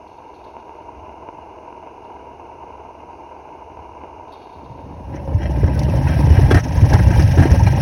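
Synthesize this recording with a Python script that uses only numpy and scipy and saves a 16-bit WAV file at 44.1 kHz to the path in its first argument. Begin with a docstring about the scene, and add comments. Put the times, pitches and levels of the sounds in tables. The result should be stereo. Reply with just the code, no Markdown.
"""Steam wagon in a garden, from on board

A small live-steam wagon stands simmering, then sets off over paving slabs; two ports hear it on board.
Filtered noise makes the fluttering flame, the steam and the quickening exhaust; a far bird calls twice.
Random contacts drive the growl of the hard wheels, the grit and the ringing sheet metal.
Close to the microphone, bumps make the body boom and the load rattle: noise and short ringing strikes."""
import sys
import numpy as np
from scipy import signal
from scipy.fft import rfft, irfft, next_fast_len
from scipy.io import wavfile
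from scipy.ndimage import uniform_filter1d

SR = 44100
rng = np.random.default_rng(int(sys.argv[2]) if len(sys.argv) > 2 else 0)


def log_audio(samples):
    """Write samples as a 16-bit WAV file to the path given in sys.argv[1]."""
    # one column per channel
    frames = np.atleast_2d(samples).T
    # limit to full scale, then quantise
    limited = np.clip(frames, -1, 1)
    pcm = np.round(limited * 32767).astype(np.int16)
    wavfile.write(sys.argv[1], SR, pcm)


N = 344421
TIME = np.arange(N) / SR   # s
SIZE = next_fast_len(N + SR // 4, real=True) // 2 * 2   # transform length, with room for ringing
FREQS = np.maximum(np.arange(SIZE // 2 + 1) * SR / SIZE, 1)   # Hz
STRIKE_AGE = TIME[:SR // 8]   # s since a strike

# Levels are relative: each layer sets its own gain on top of them.
# Two far bird notes: [t/s, length/s, start f/Hz, end f/Hz, level/dB]
BIRD_NOTES = [(3.09, 0.125, 4700, 4680, -72), (3.362, 0.04, 4600, 4710, -70)]
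# The fire's low drone: [t/s, level/dB]
DRAUGHT = [(0.0, -54), (0.7, -53.5), (1.0, -43), (1.25, -51.5), (1.7, -53), (2.1, -51), (2.8, -48),
           (3.5, -53.5), (3.8, -42), (4.15, -48), (4.5, -53)]
# Pops in the flue: [t/s, level/dB]
POPS = [(0.567, -23), (0.694, -25), (0.753, -26), (1.094, -24), (1.288, -19.5), (1.587, -27), (1.727, -25),
        (1.827, -26), (1.873, -26), (3.772, -26), (3.792, -26), (4.037, -24)]
# Spits of steam: [t/s, spit level/dB, level/dB of the leak that trails it]
SPITS = [(0.071, -58, -66.5), (0.337, -61, -67), (0.44, -49, -75), (2.04, -57, -75), (4.275, -70, -68),
         (4.321, -43.5, -63), (4.334, -50, -72), (4.425, -62, -76), (4.641, -58, -78)]
# Engine speed: [t/s, exhaust beats per s]
ENGINE = [(5.16, 9.84), (5.45, 12.29), (5.8, 13.01), (6.25, 19.04), (6.45, 20.06), (6.65, 23.69),
          (6.9, 22.73), (7.45, 25.72), (7.8, 23.33)]
# The gears groan as they take up the load: [t/s, f/Hz, level/dB]
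GEARS = [(5.04, 540, -70), (5.13, 560, -26.5), (5.31, 545, -25), (5.38, 580.4, -29), (5.9, 586, -25.5),
         (6.5, 598, -52)]
# How hard the paving shakes the wagon: [t/s, level/dB against full shaking]
SHAKING = [(4.55, -15), (4.62, -31), (4.73, -26), (4.8, -25), (5.03, -19), (5.11, -14.5), (5.25, -12.5),
           (5.44, -5.5), (5.62, -1), (6.15, 1), (6.46, 4.5), (6.62, -6), (6.72, -3.5), (6.84, 1.5),
           (7.8, 1)]
# The wheels drop into a joint and the whole load clatters: [t/s, length/s, level/dB]
CLATTERS = [(6.504, 0.02, -21), (6.534, 0.055, -22), (6.918, 0.045, -25), (6.982, 0.02, -28),
            (7.371, 0.04, -21.5), (7.416, 0.048, -22.5), (7.66, 0.025, -26)]
# Clinks of the loose load: [t/s, level/dB, f/Hz]
CLINKS = [(6.069, -26.5, 1880), (6.365, -37, 1870), (6.507, -16.5, 1590), (6.544, -18.5, 1857),
          (6.568, -23.5, 1815), (6.584, -40, 1810), (6.927, -24, 1647), (6.94, -26, 1720),
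          (6.987, -28, 1655), (7.102, -31, 1574), (7.131, -29.5, 1590), (7.194, -26, 1704),
          (7.377, -25.5, 1610), (7.422, -21.5, 1664), (7.664, -25, 2390)]
# Clanks of the sheet-metal tray: [t/s, level/dB, f/Hz]
CLANKS = [(6.04, -22.5, 870), (6.937, -12.5, 856), (6.964, -20, 840), (7.022, -28, 815),
          (7.159, -17.5, 852), (7.453, -23, 895), (7.514, -23, 850), (7.595, -17, 880), (7.606, -17, 896),
          (7.67, -16, 814)]
# Grains of grit that crack under a rim: [t/s, level/dB]
CRACKS = [(5.79, -24.5), (5.832, -25.5), (6.510, -18.5), (6.542, -16), (6.933, -18), (7.22, -23)]
# Knocks of the wheels through the floor: [t/s, level/dB, settled f/Hz]
KNOCKS = [(5.145, -26, 300), (5.494, -19, 314), (5.573, -20, 294), (5.632, -13, 399), (5.885, -15, 321),
          (5.937, -16.5, 530), (6.303, -20, 367), (6.39, -11.5, 370), (6.511, -4.5, 377),
          (6.545, -9.5, 312), (6.941, -14, 367), (7, -17.5, 300), (7.195, -11.5, 315), (7.373, -11, 325),
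          (7.395, -5, 272), (7.455, -9.5, 312)]
# A rim scuffs across the stone: [t/s, length/s, level/dB]
SCUFFS = [(5.122, 0.05, -43), (5.385, 0.075, -38.5), (5.62, 0.05, -37), (6.06, 0.085, -34),
          (6.335, 0.045, -34)]
# Jolts that set the body bouncing on its axles: [t/s, level/dB, f/Hz]
JOLTS = [(4.70, -28, 122), (4.833, -31.5, 101), (5.28, -18.5, 93), (5.345, -9, 91.6), (5.634, -8.5, 83.5),
         (5.892, -13, 118), (6.237, -8, 116), (6.305, -2, 77.7), (6.375, 0.5, 88.5), (6.44, -3, 78.5),
         (6.52, -5, 99.6), (6.553, -0.5, 89.3), (6.772, -6, 72.5), (6.82, 0.5, 98), (6.938, -1, 95.8),
         (6.995, -7, 105), (7.063, -1.5, 98), (7.138, -5.5, 108), (7.18, -2, 79), (7.236, -3.5, 104),
         (7.297, -8.5, 113), (7.382, -2, 101.8), (7.404, 0, 94.6), (7.513, -0.5, 81.5), (7.574, -8, 97.4),
         (7.621, -2.5, 112), (7.661, -1.5, 109)]
# Share of a stone's crunch, one row each: [gain] in both ports, in the left alone, in the right alone
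STONE_PATHS = np.array([[.8], [1], [-.3]])

# Spectral shapes, each brought to unit power: [f/Hz, level/dB]
# Fire, steam jet and chimney
DRONE_SPECTRUM = [(25, -25), (50, -14), (73, 4), (95, -8), (200, -35)]
FLUE_SPECTRUM = [(25, -17.5), (110, -12.5), (180, -16.5), (340, -5), (510, -6.5), (560, -14), (620, -4),
                 (770, -7.5), (950, 1.5), (1160, -19.5), (1580, -22.5), (1870, -39), (2100, -24.5),
                 (2620, -25), (2820, -21), (3250, -48)]
SIMMER_SPECTRUM = [(2000, -40), (3300, -9), (5200, -6), (6500, 2), (7400, -14), (10400, -15), (12500, -20),
                   (15500, -20)]
JET_SPECTRUM = [(1200, -4), (3000, -8), (3300, 13), (3540, -1), (3680, 18), (3850, 1), (3980, 13),
                (4120, -5), (4280, 15), (4700, 4), (5600, -7), (8500, -18), (11000, -9), (15000, -20)]
EXHAUST_SPECTRUM = [(400, -2), (1200, -6), (1800, 2), (2700, -2), (4000, -16), (5000, -7), (5600, 3),
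                    (6300, 2), (7400, -11), (9000, -20), (16000, -22)]
# Load: jumping cargo, chattering parts, floor thuds, sharp ticks
CARGO_SPECTRUM = [(200, -3), (380, 8), (600, 4), (850, 3), (1200, -1), (1650, 1), (2400, -5), (3300, -17),
                  (5600, -21), (9000, -27)]
CLATTER_SPECTRUM = [(500, -75), (1100, 3.5), (1550, 7), (2400, -12), (3300, -23), (6000, -19)]
THUD_SPECTRUM = [(120, -20.5), (300, 3), (430, -31), (620, -4.5), (1100, -14)]
TICK_SPECTRUM = [(1500, 20), (3800, 21), (5600, 25), (8500, 7), (12000, 7), (16000, 1)]
# Rolling: rims on the slabs, crushed grit, booming body
WHEELS_SPECTRUM = [(130, -11.5), (290, -1), (400, -12.5), (560, 0), (690, -11.5), (860, -5), (1050, -11.5),
                   (1400, -23.5)]
GRIT_SPECTRUM = [(700, 4), (1200, -17.5), (1650, 14), (2100, 1.5), (2500, 10.5), (3000, -0.5), (3500, 1.5),
                 (4600, -3), (5600, 4.5), (7000, -32.5), (8800, -8), (16000, -11)]
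BODY_SPECTRUM = [(20, -49), (40, -19.5), (64, 1.5), (85, -1), (105, -8), (130, -3.5), (170, -8.5),
                 (230, -24), (330, -28.5), (600, -77.5)]
# Ringing modes of the sheet-metal cab and tray: [f/Hz, width/Hz, level/dB]
PANELS = [(589, 65, 12), (800, 90, 9), (1299, 27, 4), (1599, 60, 8), (1888, 100, 6), (2077, 54, 3),
          (2328, 35, 2), (2638, 25, 0), (2886, 65, -1), (3209, 43, -4), (3872, 25, -9), (4199, 38, -9),
          (5422, 92, -5), (5752, 66, -6)]

# How the two ports hear sound through the air: [f/Hz, likeness 0-1, left lead/rad]
AIR = [(100, .999, 0), (700, .9, 0), (950, .98, 0), (1300, .7, 0), (2300, .95, 0), (5000, .8, .2),
       (6000, .9, 1.3)]
# The same for sound through the chassis: [f/Hz, likeness 0-1, left lead/rad]
CHASSIS = [(200, .998, 0), (290, .985, 0), (400, .75, .4), (560, .45, 2.1), (900, .45, 2.2),
           (1200, .85, 3.1), (1750, .6, 3), (4000, .6, 2.7), (5600, .6, 1.8)]
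# The port spacing turns the treble in and out of step, on both ways: [f/Hz, likeness 0-1, left lead/rad]
PORT_TREBLE = [(7300, .98, 3.14), (8800, .7, 4.6), (10400, .98, 6.28), (12000, .8, 7.9), (13400, .99, 9.42),
               (15500, .7, 10.8)]

FLAME_RISE_DB, FLAME_RISE_S = 3, 0.82   # the flame gathers strength at first
POP_KICK_DB = 16
FIRST_BEAT_S, FULL_BEATS_PER_S = 5.16, 24
PUFF_WIDTH_S, PUFF_DB = 0.011, -36.7   # half-width to 1/e; level at full speed
CREEP_S = 0.042   # the rolling fades in as the wheels begin to turn
ROLLING_FROM_S = 5.05   # chance blows start here
CUTOFF_HZ = 15900


def from_db(db):
    """Decibels to amplitude gain."""
    return 10 ** (np.asarray(db) / 20)


def rms_one(x):
    """Scale to unit power."""
    return x / np.sqrt(np.mean(np.abs(x) ** 2) + 1e-20)


def in_time(rows):
    """Each column of a curve at every sample."""
    s, *columns = np.transpose(rows)
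    return [np.interp(TIME, s, column) for column in columns]


def in_pitch(rows):
    """Each column of a table at every frequency, on a logarithmic axis."""
    hz, *columns = np.transpose(rows)
    return [np.interp(np.log(FREQS), np.log(hz), column) for column in columns]


def drift(rate_hz):
    """Smooth chance with a spread of one: noise through two equal low-pass poles."""
    step = 40   # samples between the slow values
    r = np.exp(-2 * np.pi * rate_hz * step / SR)
    slow_noise = rng.standard_normal(N // step + 2002)
    slow = signal.lfilter([1], [1, -2 * r, r * r], slow_noise)[2000:]   # drop the filter's start
    return np.interp(np.arange(N) / step, np.arange(len(slow)), rms_one(slow))


def noise():
    """Three unrelated noises: one shared by both ports and one for each alone."""
    return rng.standard_normal((3, N))


def shared(drive):
    """A drive that has only the part shared by both ports."""
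    return np.stack([drive, np.zeros(N), np.zeros(N)])


def response(spectrum):
    """Causal minimum-phase filter of unit power; it falls away above its last point."""
    falloff_db = 40 * np.log10(np.maximum(FREQS / spectrum[-1][0], 1))
    level_db = in_pitch(spectrum)[0] - falloff_db
    # folding the cepstrum forward makes the ringing follow the blow
    cepstrum = irfft(np.log(from_db(level_db)))
    cepstrum[1:SIZE // 2] *= 2
    cepstrum[SIZE // 2 + 1:] = 0
    return rms_one(np.exp(rfft(cepstrum)))


def panel_response():
    """Ringing modes of the sheet-metal cab and tray, neighbours in opposite sign; unit power."""
    total = 0
    for k, (hz, width_hz, db) in enumerate(PANELS):
        detuning = (FREQS / hz - hz / FREQS) * hz / width_hz
        total = total + (-1) ** k * from_db(db) / (1 + 1j * detuning)
    return rms_one(total)


def colour(drive, spectrum):
    """Pass a drive through a resonant path."""
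    return irfft(rfft(drive, SIZE) * response(spectrum))[..., :N]


def even_out(x, evenness, size):
    """Take a share of the swells, averaged over size samples, out of a noise; unit power."""
    swell = np.sqrt(np.abs(uniform_filter1d(x ** 2, size=size)) + 1e-9)
    return rms_one(x / swell ** np.clip(evenness, 0, 1))


def at_ports(paths, ports):
    """Sum (drive, response) paths; the two ports hear them partly alike and out of step."""
    sound = sum(rfft(drive, SIZE) * path for drive, path in paths)
    alike, lead = in_pitch(ports + PORT_TREBLE)
    alike = np.clip(alike, 0, 1)
    pair = np.sqrt(alike) * sound[0] + np.sqrt(1 - alike) * sound[1:]
    pair[1] *= np.exp(-1j * lead)   # the right port lags
    return irfft(pair)[:, :N]


def clicks(times, levels_db):
    """One sharp impulse at each time."""
    kicks = np.zeros(N)
    index = np.clip((np.asarray(times) * SR).astype(int), 0, N - 1)
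    kicks[index] = from_db(levels_db)
    return kicks


def blows(times, levels_db, decay_s):
    """Envelope that jumps at each blow and dies away exponentially."""
    kicks = clicks(times, levels_db) + 1e-18
    return signal.lfilter([1], [1, -np.exp(-1 / (decay_s * SR))], kicks)


def soften(envelope, attack_s):
    """Round off the attack of an envelope with a one-pole low-pass."""
    r = np.exp(-1 / (attack_s * SR))
    return signal.lfilter([1 - r], [1, -r], envelope)


def bursts(rows, edge_s):
    """Envelope that rises, holds for each row's length and dies away."""
    held = sum(from_db(level_db) * ((TIME >= s) & (TIME < s + length))
               for s, length, level_db in rows)
    return soften(held + 1e-18, edge_s)


def grains(per_s, spread_db, decay_s):
    """Envelope of many small random impacts of uneven strength; unit power."""
    when, size = rng.random((2, N))
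    born = when < per_s / SR
    levels_db = -spread_db * np.log(np.maximum(size[born], .02))
    return rms_one(blows(TIME[born], levels_db, decay_s))


def contacts(per_s, spread_db):
    """Sharp random contacts of uneven strength, some shared by both ports, some at one; unit power."""
    when, size = rng.random((2, 3, N))
    touching = when < per_s / SR
    return rms_one(touching * from_db(spread_db * size) * rng.choice([-1, 1], (3, N)))


def swell_and_die(age, peak_s):
    """Envelope that rises to one at its peak and dies away."""
    return age / peak_s * np.exp(1 - age / peak_s)


def strikes(rows, swell_s, others_db, scatter, sag):
    """Each blow rings at its own pitch, sinking if sag is set, among five modes that vary by blow."""
    out, age = np.zeros(N + SR), STRIKE_AGE
    settling = age + sag * swell_s * (1 - np.exp(-age / swell_s))   # runs fast at first
    for (s, level_db, hz), chance in zip(rows, rng.standard_normal((len(rows), 5))):
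        ratios = np.exp(scatter * chance)
        others = sum(np.sin(2 * np.pi * hz * ratio * settling) for ratio in ratios)
        ring = np.sin(2 * np.pi * hz * settling) + from_db(others_db) * others
        start = int(s * SR)
        out[start:start + len(age)] += from_db(level_db) * swell_and_die(age, swell_s) * ring
    return out[:N]


def random_blows(count, low_hz, high_hz, level_db, spread_db, follows):
    """Rows (t/s, level/dB, f/Hz) of chance blows while the wagon rolls, harder as it shakes more."""
    when, size, pitch = rng.random((count, 3)).T
    s = ROLLING_FROM_S + when * (TIME[-1] - ROLLING_FROM_S)
    shake_db = np.interp(s, *np.transpose(SHAKING))
    blow_db = level_db + spread_db * (2 * size - 1) + follows * shake_db
    return np.transpose([s, blow_db, low_hz * (high_hz / low_hz) ** pitch])


def speed_db():
    """The engine's speed in dB against full speed."""
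    return 20 * np.log10(np.maximum(in_time(ENGINE)[0], 1) / FULL_BEATS_PER_S)


def shaking(follows):
    """Gain that follows a share of the shaking in dB; nothing while the wagon stands."""
    moving = np.clip((TIME - SHAKING[0][0]) / CREEP_S, 0, 1)
    return from_db(follows * in_time(SHAKING)[0]) * moving


def bird():
    """Two thin, far notes: sines that glide slightly in pitch."""
    out = np.zeros(N)
    for s, length, start_hz, end_hz, level_db in BIRD_NOTES:
        part = np.clip((TIME - s) / length, 0, 1)
        turns = np.cumsum(start_hz + (end_hz - start_hz) * part) / SR
        envelope = np.sqrt(np.abs(np.sin(np.pi * part)))
        out += from_db(level_db) * envelope * np.sin(2 * np.pi * turns)
    return out


def drone(drone_db=-1, evenness=0.41):
    """The fire keeps up a soft, wavering low resonance: noise through a narrow bass peak."""
    resonance = colour(rng.standard_normal(N), DRONE_SPECTRUM)
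    return from_db(in_time(DRAUGHT)[0] + drone_db) * even_out(resonance, evenness, size=3000)


def flutter():
    """The flame burns steadily, with a quick shallow flutter."""
    return rms_one(from_db(1.6 * drift(rate_hz=60)))


def boiler(fire_db=-38, simmer_db=-66, pulling_db=-2):
    """The flame flutters and pops in the flue; steam simmers, spits and leaks through a narrow gap."""
    rise_db = FLAME_RISE_DB * np.minimum(TIME / FLAME_RISE_S - 1, 0)
    # the flame softens just ahead of the rolling and stays softer
    ease_db = pulling_db * np.clip((TIME - SHAKING[0][0]) / CREEP_S + 1, 0, 1)
    flame = from_db(fire_db + rise_db + ease_db) * flutter()
    s, pop_db = np.transpose(POPS)
    pops = shared(clicks(s, pop_db + POP_KICK_DB))
    s, spit_db, leak_db = np.transpose(SPITS)
    spits = blows(s, spit_db, decay_s=0.0055)
    leak = blows(s, leak_db, decay_s=0.28) * rms_one(from_db(2.8 * drift(rate_hz=43.4)))
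    jet = soften(leak + spits, attack_s=0.0016)
    return [(flame * noise() + pops, response(FLUE_SPECTRUM)),
            (from_db(simmer_db) * noise(), response(SIMMER_SPECTRUM)),
            (jet * noise(), response(JET_SPECTRUM))]


def exhaust(speed_power=2.1, uneven_db=2.8):
    """Each piston stroke lets a short puff of steam up the chimney, stronger with engine speed."""
    rate, = in_time(ENGINE)
    strokes = np.cumsum(rate) / SR
    strokes -= np.interp(FIRST_BEAT_S, TIME, strokes)
    off_beat_s = (strokes - np.maximum(np.round(strokes), 0)) / rate
    level_db = PUFF_DB + uneven_db * drift(rate_hz=23) + speed_power * speed_db()
    puffs = from_db(level_db) * np.exp(-(off_beat_s / PUFF_WIDTH_S) ** 2)
    return [(puffs * noise(), response(EXHAUST_SPECTRUM))]


def gears(groan_db=-1, waver_hz=14, rough_db=3):
    """A narrow, unsteady groan while the wagon gathers way: one sine wavering in pitch and level."""
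    hz, level_db = in_time(GEARS)
    turns = np.cumsum(hz + waver_hz * drift(rate_hz=39.7)) / SR
    level = from_db(level_db + groan_db + rough_db * drift(rate_hz=25)) * (TIME > GEARS[0][0])
    return [(shared(level * np.sin(2 * np.pi * turns)), 1)]


def cargo(cargo_db=0, ring_db=-6):
    """Crates and bottles jump in ragged contacts that ring the tray; (chassis paths, air paths)."""
    jostle = bursts(CLATTERS, edge_s=0.0063) * contacts(per_s=700, spread_db=13)
    return ([(from_db(cargo_db) * jostle, response(CARGO_SPECTRUM))],
            [(from_db(ring_db) * jostle, panel_response())])


def load(clatter_db=4, ring_db=-3, thud_db=-9, tick_db=-18, crack_db=-1, clink_db=-2, clank_db=-1):
    """Floor thuds, tray clanks, loose parts chatter and grit cracks; (chassis paths, air paths)."""
    s, clink, _ = np.transpose(CLINKS)
    knock_s, knock, _ = np.transpose(KNOCKS)
    crack_s, crack = np.transpose(CRACKS)
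    chatter = soften(blows(s, clink, decay_s=0.015), attack_s=0.0014)
    chatter = chatter * grains(per_s=7900, spread_db=-15.0, decay_s=0.001)
    ticks = blows(s, clink + tick_db, decay_s=0.0041)
    ticks = ticks + blows(crack_s, crack + crack_db, decay_s=0.0066)
    ticks = soften(ticks, attack_s=0.0015) * grains(per_s=1500, spread_db=3, decay_s=0.0017)
    thuds = blows(knock_s, knock + thud_db, decay_s=0.021)
    clinks = strikes(CLINKS, swell_s=0.0056, others_db=-8, scatter=0.27, sag=0)
    clanks = strikes(CLANKS, swell_s=0.0032, others_db=-31.0, scatter=0.27, sag=0)
    ringing = from_db(clink_db) * clinks + from_db(clank_db) * clanks
    through_chassis = [(from_db(clatter_db) * chatter * noise(), response(CLATTER_SPECTRUM)),
                       (thuds * noise(), response(THUD_SPECTRUM)),
                       (ticks * noise(), response(TICK_SPECTRUM))]
    through_air = [(from_db(ring_db) * chatter * noise(), panel_response()), (shared(ringing), 1)]
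    return through_chassis, through_air


def clunks(clunk_db=-1):
    """The loaded floor gives a short clunk at each knock, sinking in pitch as it settles."""
    ring = strikes(KNOCKS, swell_s=0.0028, others_db=-18.5, scatter=0.318, sag=0.16)
    return from_db(clunk_db) * ring


def rattle():
    """Chance bumps knock the floor and tap the tray, stones crunch; (chassis paths, air paths)."""
    knocks = random_blows(count=70, low_hz=173.5, high_hz=350, level_db=-29.0, spread_db=4, follows=0.37)
    taps = random_blows(count=80, low_hz=530, high_hz=1002, level_db=-30, spread_db=0.5, follows=0.62)
    stones = random_blows(count=190, low_hz=1477, high_hz=3116, level_db=-40, spread_db=9, follows=0.73)
    knocking = strikes(knocks, swell_s=0.0054, others_db=-13.0, scatter=0.332, sag=0.086)
    tapping = strikes(taps, swell_s=0.0069, others_db=-17.0, scatter=0.206, sag=0)
    crunching = strikes(stones, swell_s=0.0047, others_db=-15.5, scatter=0.22, sag=0)
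    return [(shared(knocking), 1), (crunching * STONE_PATHS, 1)], [(shared(tapping), 1)]


def wheels(growl_db=-26, grit_db=-35, ring_db=-36, speed_power=0.99):
    """Hard rims growl, crush grit and scuff, which rings the panels; (chassis paths, air paths)."""
    crushing = shaking(follows=1.0) * from_db(speed_power * speed_db())   # more with speed
    growl = shaking(follows=0.5) * grains(per_s=380, spread_db=5.5, decay_s=0.0063)
    grit = crushing * grains(per_s=1200, spread_db=3.5, decay_s=0.0063)
    scuffing = bursts(SCUFFS, edge_s=0.012)
    ringing = (from_db(ring_db) * crushing + scuffing) * contacts(per_s=450, spread_db=16.5)
    through_chassis = [(from_db(growl_db) * growl * noise(), response(WHEELS_SPECTRUM)),
                       (from_db(grit_db) * grit * noise(), response(GRIT_SPECTRUM))]
    return through_chassis, [(ringing, panel_response())]


def body(rumble_db=-16.0, bounce_db=-1.5, evenness=0.45, rocking_db=-47):
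    """The body booms on its axles and rocks a little sideways; each jolt bounces it a few swings."""
    boom = even_out(colour(rng.standard_normal(N), BODY_SPECTRUM), evenness, size=1100)
    # rocking has opposite sign at the two ports
    rocking = colour(rng.standard_normal(N), BODY_SPECTRUM) * np.array([[1], [-1]])
    rumble = shaking(follows=0.98) * (from_db(rumble_db) * boom + from_db(rocking_db) * rocking)
    bounces = strikes(JOLTS, swell_s=0.0094, others_db=-14.5, scatter=0.37, sag=0)
    return rumble + from_db(bounce_db) * bounces


def scene(air_pan_db=-0.76):
    """Fire, steam and panels come through the air, wheels and load mostly through the chassis."""
    rolling, ringing = wheels()
    knocking, clanking = load()
    bumping, tapping = rattle()
    jostling, jangling = cargo()
    air = at_ports(boiler() + exhaust() + ringing + clanking + tapping + jangling, AIR)
    air = air * from_db([[air_pan_db / 2], [-air_pan_db / 2]])
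    chassis = at_ports(rolling + knocking + bumping + jostling + gears(), CHASSIS)
    # these reach both ports alike, but for the body's slight rocking
    direct = bird() + drone() + clunks() + body()
    return air + chassis + direct


def record(dry):
    """The deepest bass is taken out; the microphone rounds off the loudest swings and cuts the top."""
    low_cut = signal.butter(2, 28, "high", fs=SR, output="sos")
    top_cut = signal.ellip(10, .1, 90, CUTOFF_HZ, fs=SR, output="sos")
    bass_cut = signal.sosfilt(low_cut, dry)
    rounded = bass_cut / (1 + (bass_cut / .92) ** 6) ** (1 / 6)
    return signal.sosfilt(top_cut, rounded)


dry = scene()
out = record(dry)
log_audio(out)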